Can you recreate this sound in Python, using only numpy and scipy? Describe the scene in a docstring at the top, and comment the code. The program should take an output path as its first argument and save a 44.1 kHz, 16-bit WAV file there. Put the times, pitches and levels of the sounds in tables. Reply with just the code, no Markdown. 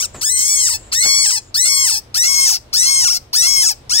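"""Squeals of a young rabbit, the first already under way, come again and again from close to two ports.
Pulsed vocal folds and gated turbulence excite its throat: pitch rises, strong-weak pulses set in, and
the end sags hoarsely. Gliding narrow-band noise makes a thin wheeze between some squeals. Shaped noise
and a wavering sine give the faint hiss, rumble and hum of an open shed; dying dark noise gives two
dull thumps, and swelling near-sines give far cooing."""
import sys
import numpy as np
from scipy import signal
from scipy.fft import rfft, irfft, next_fast_len
from scipy.io import wavfile
from scipy.ndimage import uniform_filter1d, map_coordinates

SR = 44100
rng = np.random.default_rng(int(sys.argv[2]) if len(sys.argv) > 2 else 0)


def unload_wav(signal):
    """Save mono or channel-first audio to the path in sys.argv[1] as 16-bit WAV at rate SR, clipped to [-1, 1]."""
    wavfile.write(
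        sys.argv[1],
        SR,
        np.round(np.clip(np.atleast_2d(signal).T, -1, 1) * 32767).astype(np.int16),
    )


N = 176400

# Pitch contour, one table per squeal: [t/s, f/Hz]
PITCH = [
    [(0.0, 1049), (0.024, 1233), (0.032, 1575), (0.066, 1106)],
    [(0.209, 774.1), (0.237, 1487), (0.263, 1749), (0.281, 1695), (0.301, 1980), (0.337, 2065),
     (0.413, 2086), (0.519, 2297), (0.611, 2114), (0.669, 1890), (0.685, 1472), (0.701, 996), (0.719, 899),
     (0.729, 1077), (0.741, 851), (0.776, 882)],
    [(0.916, 860.4), (0.95, 1777), (1.012, 2057), (1.052, 2197), (1.085, 2230), (1.11, 2186), (1.15, 2215),
     (1.172, 2256), (1.24, 2200), (1.254, 1980), (1.27, 1594), (1.3, 1622), (1.322, 940), (1.346, 1032),
     (1.364, 868), (1.398, 826)],
    [(1.542, 1101), (1.57, 1706), (1.6, 1950), (1.702, 2212), (1.812, 2162), (1.844, 2111), (1.866, 1960),
     (1.902, 1314), (1.92, 883), (1.942, 876), (1.958, 806), (1.99, 890), (1.996, 888)],
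    [(2.142, 1127), (2.18, 1809), (2.288, 2197), (2.458, 2127), (2.468, 1910), (2.49, 1667), (2.5, 1337),
     (2.51, 1034), (2.54, 725), (2.564, 658), (2.582, 943)],
    [(2.728, 1050), (2.748, 1417), (2.77, 1745), (2.798, 1930), (2.894, 2170), (3.008, 2116), (3.022, 1930),
     (3.038, 1893), (3.054, 1433), (3.07, 1419), (3.086, 1022), (3.106, 1434), (3.118, 1414), (3.13, 795),
     (3.148, 671), (3.186, 722)],
    [(3.329, 837), (3.347, 1248), (3.359, 1637), (3.381, 1836), (3.487, 2190), (3.525, 2200), (3.625, 2097),
     (3.639, 1687), (3.655, 1670), (3.665, 1336), (3.681, 1330), (3.707, 890), (3.735, 749)],
    [(3.893, 868), (3.919, 1372), (3.941, 1640), (4.0, 1923)],
]
# Fold vibration from each moment on: [t/s, pulses per repeating pattern, pattern depth 0-1, rasp level/dB]
FOLD_REGIMES = [(0, 1, 0, -10), (.2, 1, 0, -7), (.243, 1, 0, -17), (.3, 2, .15, -13), (.367, 2, .55, -5),
                (.48, 2, .85, -19), (.57, 2, .8, -13), (.67, 2, .4, -8), (.7, 1, 0, -12), (.9, 2, .35, -7),
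                (.955, 1, 0, -12), (.99, 1, 0, -8), (1.028, 3, .7, -11), (1.052, 2, .9, -17),
                (1.23, 2, .8, -12), (1.305, 1, 0, -12), (1.5, 2, .2, -8), (1.575, 1, 0, -13),
                (1.65, 3, .7, -9), (1.686, 2, .9, -18), (1.86, 2, .7, -11), (1.895, 1, 0, -13),
                (1.945, 1, 0, -8), (2.1, 2, .4, -7), (2.185, 1, 0, -10), (2.235, 3, .7, -10),
                (2.28, 2, .9, -15), (2.46, 2, .7, -11), (2.5, 1, 0, -9), (2.7, 2, .35, -7),
                (2.785, 1, 0, -6), (2.83, 3, .7, -9), (2.862, 2, .9, -14), (2.93, 2, .9, -10),
                (2.968, 2, .9, -17), (3.05, 1, 0, -14), (3.105, 1, 0, -9), (3.3, 2, .25, -8),
                (3.38, 1, 0, -7), (3.423, 3, .7, -12), (3.468, 2, .9, -17), (3.625, 2, .4, -11),
                (3.66, 1, 0, -9), (3.85, 1, 0, -9), (3.945, 2, .2, -5)]
# Lead of the pattern train over the plain pulse train, before its wander: [cycles], one per squeal
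PATTERN_LEAD = [0.019, 0.072, 0.12, 0.085, 0.11, 0.011, 0.1, 0.018]
# Unsteady four-pulse pattern on top of the two-pulse one, before rasp colour: [level/dB], one per squeal
QUARTER_LEVEL = [-20, -7, -16, -16, -4, -4, -6, -7]
# Spectral colour of the rasp against the pulses: [f/Hz, level/dB]
RASP_COLOUR = [(1000, -13), (3600, -14), (5000, -3), (9000, -3), (11000, 4)]
# Transfer function of throat, mouth and microphone: [f/Hz, level/dB]
THROAT = [(500, -43.5), (800, -21.5), (1500, -15), (2200, -9), (3300, -15), (4300, -8), (5400, 3),
          (6000, -3), (6600, -2.5), (7200, -7.5), (8200, 2.5), (9000, -6), (9700, -13.5), (12500, -21.5),
          (16000, -19)]
# Mouth settings, one row per squeal: [partials under the resonance level/dB, resonance level/dB]
MOUTH = [(3, -14.7), (-1, -1.9), (-1.5, 3.5), (-5, 0), (1, 0.7), (0, 3.7), (1.5, -0.8), (2, 2)]
# Vocal effort before the port gain, one table per whole squeal:
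# [t/s, level/dB, upper throat resonance level/dB, treble level/dB]
EFFORT = [
    [(0.209, -27, -8, -27), (0.215, -25, -13, 3.5), (0.253, -19, 4.5, 3.5), (0.665, -16.5, 9.5, 2.5),
     (0.759, -24, -9.5, -2), (0.776, -41, -14, -13)],
    [(0.916, -27.5, -30, -25), (0.93, -20, -1.5, 1.5), (1.098, -15, 0, -4), (1.27, -16, 3, -2.5),
     (1.382, -21.5, -10, -4), (1.398, -39.5, -7, -31)],
    [(1.542, -20, -11, -6.5), (1.548, -19, -11.5, 0), (1.648, -15.5, 1, -2), (1.89, -17, 0.5, 1),
     (1.982, -22.5, -11.5, -5), (1.996, -33, -16, -1)],
    [(2.142, -16.5, -14, -3), (2.15, -21, -12, 3), (2.172, -17.5, 5, 4), (2.492, -14.5, 9, 5),
     (2.562, -21, -8.5, 8.5), (2.582, -38.5, -37.5, -15)],
    [(2.728, -23, -3, -25), (2.738, -18.5, -11, 13), (2.768, -15.5, 7.5, 5), (3.086, -16, 3.7, 1.5),
     (3.172, -21, -7, 8), (3.186, -42, -20, -6)],
    [(3.329, -23.5, 2, 5), (3.339, -19.5, -13, 14.5), (3.365, -15, 6.5, 5.5), (3.691, -15.5, 8.5, 7.5),
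     (3.717, -22, -8, 7), (3.735, -37, -29, -6)],
]
# The same columns for the squeals under way at start and end
EFFORT_AT_EDGES = [
    [(0.0, -20.5, 0.12, 0.1), (0.056, -23, 0.1, 0.1), (0.066, -40, 0.075, 0.1)],
    [(3.893, -27.5, 0.13, 0.083), (3.917, -18, 0.13, 0.12), (4.0, -14, 0.16, 0.13)],
]
# Colour change as the head turns towards the microphone: [f/Hz, level/dB]
TURNED_COLOUR = [(1000, 8), (2000, -2.5), (4200, 0.5), (5400, 5), (6600, -0.05), (9000, -2)]
# Wheeze before the port gain: [t/s, f/Hz, level/dB]
WHEEZE = [(0.06, 7060, -48), (.13, 7300, -62), (.145, 7800, -44), (.18, 7100, -44.5), (.205, 6850, -43.5),
          (.22, 6450, -80.5), (.76, 7600, -104), (.78, 7600, -46.5), (.91, 7430, -57.5), (.93, 7130, -72),
          (1.39, 7200, -110), (1.41, 7200, -55), (1.5, 7070, -59.5), (1.56, 7100, -105)]
# Right port against left: [f/Hz, level/dB]
RIGHT_COLOUR = [(500, -7), (1170, -8), (2200, 2.9), (4200, -2), (6400, -7.5), (8200, -3.5), (10500, -7.5),
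                (15000, 2)]
# Lateness of the right port: [t/s, delay/s]
RIGHT_LAG = [(0, .00026), (2, 0.00026), (2.2, 0.0003), (4, .00031)]
# Echoes off hand and mesh, one table per port: [delay/s, gain]
ECHOES = [
    [(.0005, 0.07), (.0026, 0.035)],
    [(.0003, 0.38), (.0008, -0.1), (.0019, 0.5)],
]
# Shape of the background spectrum: [f/Hz, relative level/dB]
FLOOR_SPECTRUM = [(12, -54), (20, -5), (96, 0.5), (177, -13), (357, -12), (434, -13), (624, -13),
                  (1090, -18.5), (1610, -23), (3530, -26), (3950, -26), (16000, -49)]
# Background level before its 4 dB lift and wander: [t/s, level/dB]
FLOOR_LEVEL = [(0.0, -44.5), (0.42, -46.5), (3.75, -49), (4.0, -45)]
# Left-right likeness of the background: [f/Hz, likeness 0-1]
LIKENESS = [(130, 0.92), (290, 0.78), (640, 0.023)]
# Thumps: [t/s, level/dB, 60 dB decay time/s, upper band edge f/Hz]
THUMPS = [(0.145, -30, 0.25, 429), (1.051, -24.5, 0.13, 1070)]
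# Far coos before their left-right balance: [t/s, length/s, f/Hz, level/dB]
COOS = [(2.6, .09, 610, -55), (3.05, .09, 600, -55), (3.36, .08, 600, -55), (3.65, .12, 590, -52),
        (3.94, .08, 590, -54)]

ATTACK_S, RELEASE_S = 0.0039, 0.0051
GLIDE_S, CHANGE_S = 0.005, 0.00064  # smoothing of pitch and of fold regime
RASP_GATE, FUNDAMENTAL = 0.72, 0.09  # depth of the rasp gating; extra weight of the lowest partial
QUARTER_WIDTH_HZ = 130
UPPER_HZ, UPPER_OCTAVES = 7600, 0.28
MOUTH_HZ, MOUTH_OCTAVES = 4430, 0.067
OPENING_S, OPENING_MOUTH_DB = 0.031, 12.5  # the mouth resonance is strong while the mouth opens
SLACK_HZ, SLACK_DB = 1900, -5  # loss under the mouth resonance, complete an octave below this pitch
TREBLE_HZ = 9500
TREBLE_HISS_DB, TREBLE_PULSES = -10, 0.85  # steady turbulence; share of the pulsed source kept
SHIFT_DB, SHIFT_RATE_HZ = 2.4, 14  # unrest of each narrow band
TURN_START_S, TURN_END_S = 1.95, 2.33
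WHEEZE_WIDTH_HZ = 500
SHED_T60_S, SHED_DB = 0.27, -23.5
PORT_GAIN_DB = 6.5
HUM_HZ, HUM_DB = 121.6, -54.5
TOP, CUTOFF_HZ = 1.2, 15750


def amp(db):
    """Definition of level: 20 dB is a tenfold amplitude."""
    return 10 ** (np.asarray(db) / 20)


def rms_one(x):
    """Normalization to unit effective value."""
    return x / np.sqrt(np.mean(x ** 2) + 1e-20)


def in_time(rows):
    """Linear interpolation of each column against the first, time."""
    s, *columns = np.transpose(rows)
    return [np.interp(np.arange(N) / SR, s, column) for column in columns]


def at_hz(points, hz):
    """Interpolation along a logarithmic frequency axis."""
    table = np.array(points)
    return np.interp(np.log(hz + 1), np.log(table[:, 0]), table[:, 1])


def shaped(x, response):
    """Linear filtering: multiplication of the spectrum by a response, a function of frequency."""
    size = next_fast_len(N + SR // 4)
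    hz = np.arange(size // 2 + 1) * SR / size
    return irfft(rfft(x, size) * response(hz), size)[..., :N]


def slow(rate_hz):
    """Random fluctuation: low-passed noise of spread 1."""
    low_pass = signal.butter(2, rate_hz, fs=SR, output="sos")
    return rms_one(signal.sosfilt(low_pass, rng.standard_normal(N)))


def pulses(cycles, hz):
    """Fourier synthesis of a pulse train, rms about 1: equal harmonics to 17 kHz in closed form."""
    count = np.floor(17000 / hz)
    w = np.pi * (cycles % 1) + 1e-9
    return (np.sin((2 * count + 1) * w) / np.sin(w) - 1) / np.sqrt(2 * count)


def ease(x):
    """Moving average: a step becomes a short ramp."""
    return uniform_filter1d(x, size=int(CHANGE_S * SR) + 1)


def vocal_folds(hz, which):
    """Subharmonic vibration: jittered pulses in weak-strong patterns, with rasp gated each cycle."""
    t = np.arange(N) / SR
    regimes = np.array(FOLD_REGIMES)
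    now = regimes[np.clip(np.searchsorted(regimes[:, 0], t, "right") - 1, 0, None)]
    pattern, depth = np.round(now[:, 1]), np.clip(now[:, 2], 0, 1)
    two, three = ease(depth * (pattern == 2)), ease(depth * (pattern == 3))
    rasp = amp(ease(now[:, 3]))

    # rougher voice has more jitter
    jitter = slow(500) * (.1 + 4 * rasp) + slow(100) * (.25 + 5 * rasp) + 2.5 * slow(30)
    cycles = np.cumsum(hz) / SR + .008 * jitter
    lead = np.interp(t, [c[0][0] + .2 for c in PITCH], PATTERN_LEAD) + .015 * slow(15)
    led = cycles + lead
    folds = (1 - two - three) * pulses(cycles, hz)
    folds = folds + two * pulses(led / 2, hz / 2) + three * pulses(led / 3, hz / 3)
    folds = folds + FUNDAMENTAL * np.cos(2 * np.pi * cycles)

    # the difference of two trains leaves only the odd multiples of a quarter of the pitch
    odd = pulses(led / 4, hz / 4) - pulses((led + 2) / 4, hz / 4)
    quarter = two * amp(np.array(QUARTER_LEVEL)[which]) * slow(QUARTER_WIDTH_HZ) * odd

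    # one noise shared by both ports plus one of each port's own
    air = rng.standard_normal(N) + rng.standard_normal((2, N))
    gating = 1 + RASP_GATE * np.cos(2 * np.pi * cycles)
    air = rasp * air * gating * amp(2.5 * slow(60))
    return folds + shaped(air + quarter, lambda f: amp(at_hz(RASP_COLOUR, f)))


def upper(f):
    """Resonance of the upper throat: a bell on a logarithmic frequency axis."""
    return np.exp(-.5 * (np.log2((f + 1) / UPPER_HZ) / UPPER_OCTAVES) ** 2)


def treble(f):
    """High-pass share above the upper resonance."""
    return (1 - upper(f)) / (1 + (TREBLE_HZ / (f + 1)) ** 10)


def mouth(f):
    """Resonance of the mouth: a narrow bell on a logarithmic frequency axis."""
    return np.exp(-.5 * (np.log2((f + 1) / MOUTH_HZ) / MOUTH_OCTAVES) ** 2)


def under(f):
    """Band-pass share of the partials under the mouth resonance."""
    return (1 - mouth(f)) * (f < MOUTH_HZ) / (1 + (1500 / (f + 1)) ** 6)


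def remainder(f):
    """Complement: what the other four shares leave of the spectrum."""
    return 1 - upper(f) - treble(f) - under(f) - mouth(f)


def through_throat(x, share):
    """Source-filter principle: one share of the throat response, higher frequencies delayed more."""
    return shaped(x, lambda f: amp(at_hz(THROAT, f)) * share(f) * np.exp(-1j * (f / 2600) ** 2))


def restless(x):
    """Variable resonance: tongue and jaw never rest, so overlapping bands swell and fade independently."""
    spacing = 1100  # Hz
    out = 0
    for centre in np.arange(0, 17600, spacing):
        band = shaped(x, lambda f: np.clip(1 - abs(f - centre) / spacing, 0, 1))
        out = out + amp(SHIFT_DB * slow(SHIFT_RATE_HZ)) * band
    return out


def voice():
    """Source-filter principle: fold vibration excites throat and mouth; the level is evened, then shaped."""
    t = np.arange(N) / SR
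    hz = uniform_filter1d(in_time(np.vstack(PITCH))[0], size=int(GLIDE_S * SR))
    starts = np.array([c[0][0] for c in PITCH])
    which = np.clip(np.searchsorted(starts - .05, t) - 1, 0, None)  # index of the squeal
    effort = np.vstack([EFFORT_AT_EDGES[0], *EFFORT, EFFORT_AT_EDGES[1]])
    db, upper_db, treble_db = in_time(effort)
    source = vocal_folds(hz, which)
    hiss = rng.standard_normal(N) + rng.standard_normal((2, N))
    hissy = TREBLE_PULSES * source + amp(TREBLE_HISS_DB) * hiss

    under_db, mouth_db = np.array(MOUTH)[which].T
    under_db = under_db + SLACK_DB * np.clip(np.log2(SLACK_HZ / hz), 0, 1)
    opening = np.exp(-np.clip(t - starts[which], 0, 1) / OPENING_S) * (which > 0)
    mouth_db = mouth_db + OPENING_MOUTH_DB * opening + 2.68 * slow(7.54)
    low = through_throat(source, remainder)
    low = low + amp(under_db) * through_throat(source, under)
    low = low + amp(mouth_db) * through_throat(source, mouth)
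    sound = amp(0.78 * slow(35)) * low
    sound = sound + amp(upper_db + 2.2 * slow(38)) * through_throat(source, upper)
    sound = sound + amp(treble_db) * through_throat(hissy, treble)
    sound = restless(sound)

    turned = np.interp(t, [TURN_START_S, TURN_END_S], [0, 1])
    sound = (1 - turned) * sound + turned * shaped(sound, lambda f: amp(at_hz(TURNED_COLOUR, f)))
    sound = sound / np.sqrt(uniform_filter1d(sound[0] ** 2, size=700) + 1e-12)  # about 16 ms
    gate = 0
    for contour in PITCH:
        start, end = contour[0][0], contour[-1][0]
        attack = np.clip((t - start) / ATTACK_S + (start < .01), 0, 1)  # the first is already sounding
        gate = gate + attack * np.exp(-np.clip(t - end, 0, 1) / RELEASE_S)
    return sound * amp(db) * gate


def wheeze():
    """Turbulence in a constriction: air drawn through the narrow throat gives a gliding noise band."""
    hz, db = in_time(WHEEZE)
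    turn = 2 * np.pi * np.cumsum(hz) / SR
    band = slow(WHEEZE_WIDTH_HZ) * np.cos(turn) + slow(WHEEZE_WIDTH_HZ) * np.sin(turn)
    return amp(db) * band


def ports(x):
    """Path difference and reflection: the right port is later; each has its colour, echoes and shed tail."""
    late = map_coordinates(x[1], [np.arange(N) - SR * in_time(RIGHT_LAG)[0]], order=5)
    t = np.arange(SR // 3) / SR
    out = []
    for side, (near, echoes) in enumerate(zip((x[0], late), ECHOES)):
        def response(f):
            """Interference: each delayed reflection adds a rotating phasor."""
            comb = 1 + sum(gain * np.exp(-2j * np.pi * f * delay) for delay, gain in echoes)
            return amp(side * at_hz(RIGHT_COLOUR, f)) * comb  # side 0 keeps its colour

        direct = shaped(near, response)
        tail = rng.standard_normal(len(t)) * amp(-60 * t / SHED_T60_S) * (t > .004)
        tail = tail / np.linalg.norm(tail)
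        out.append(direct + amp(SHED_DB) * signal.fftconvolve(direct, tail)[:N])
    return np.array(out) * amp(PORT_GAIN_DB)


def background():
    """Partial coherence: rumble alike in both ports, hiss unlike, and a wavering hum."""
    def part(x, sign):
        """Sum or difference part of a partly coherent field."""
        def response(f):
            return amp(at_hz(FLOOR_SPECTRUM, f)) * np.sqrt(np.clip(1 + sign * at_hz(LIKENESS, f), 0, 2))
        return shaped(x, response)

    mid, side = rng.standard_normal((2, N))
    noise = rms_one(part(mid, 1) + part(side, -1.01) * [[1], [-1]])
    phase = 2 * np.pi * HUM_HZ * np.arange(N) / SR + 1.13 * slow(3.2)
    hum = amp(HUM_DB + 2.6 * slow(1.3)) * np.sin(phase)
    return noise * amp(in_time(FLOOR_LEVEL)[0] + 4 + 1.5 * slow(1.7)) + hum


def thumps():
    """Damped impact: bumps against the microphone give dark noise that decays exponentially."""
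    t, out = np.arange(N) / SR, 0
    for s, db, t60, hz in THUMPS:
        band_pass = signal.butter(1, [hz / 7, hz], "band", fs=SR, output="sos")
        dark = rms_one(signal.sosfilt(band_pass, rng.standard_normal(N)))
        decay = amp(db - 60 * np.clip(t - s, 0, 1) / t60)
        out = out + dark * decay * np.clip((t - s) / 0.0011, 0, 1)
    return out


def coos():
    """Amplitude modulation: near-sine notes swell and fade, stronger in the left port."""
    t, out = np.arange(N) / SR, 0
    for s, length, hz, db in COOS:
        progress = np.clip((t - s) / length, 0, 1)
        swell = np.sqrt(np.sin(np.pi * progress) + 1e-12)
        out = out + amp(db) * swell * np.sin(2 * np.pi * hz * t)
    return out * amp([[2.5], [-2.5]])


def scene():
    """Superposition: voice and wheeze reach the ports, and the other sounds add to them."""
    return ports(voice() + wheeze()) + thumps() + coos() + background()


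def record(dry):
    """Saturation and band limiting: peaks are rounded, then the top of the spectrum is cut."""
    low_pass = signal.ellip(12, .3, 75, CUTOFF_HZ, fs=SR, output="sos")
    return signal.sosfilt(low_pass, TOP * np.tanh(dry / TOP))


dry = scene()
out = record(dry)
unload_wav(out)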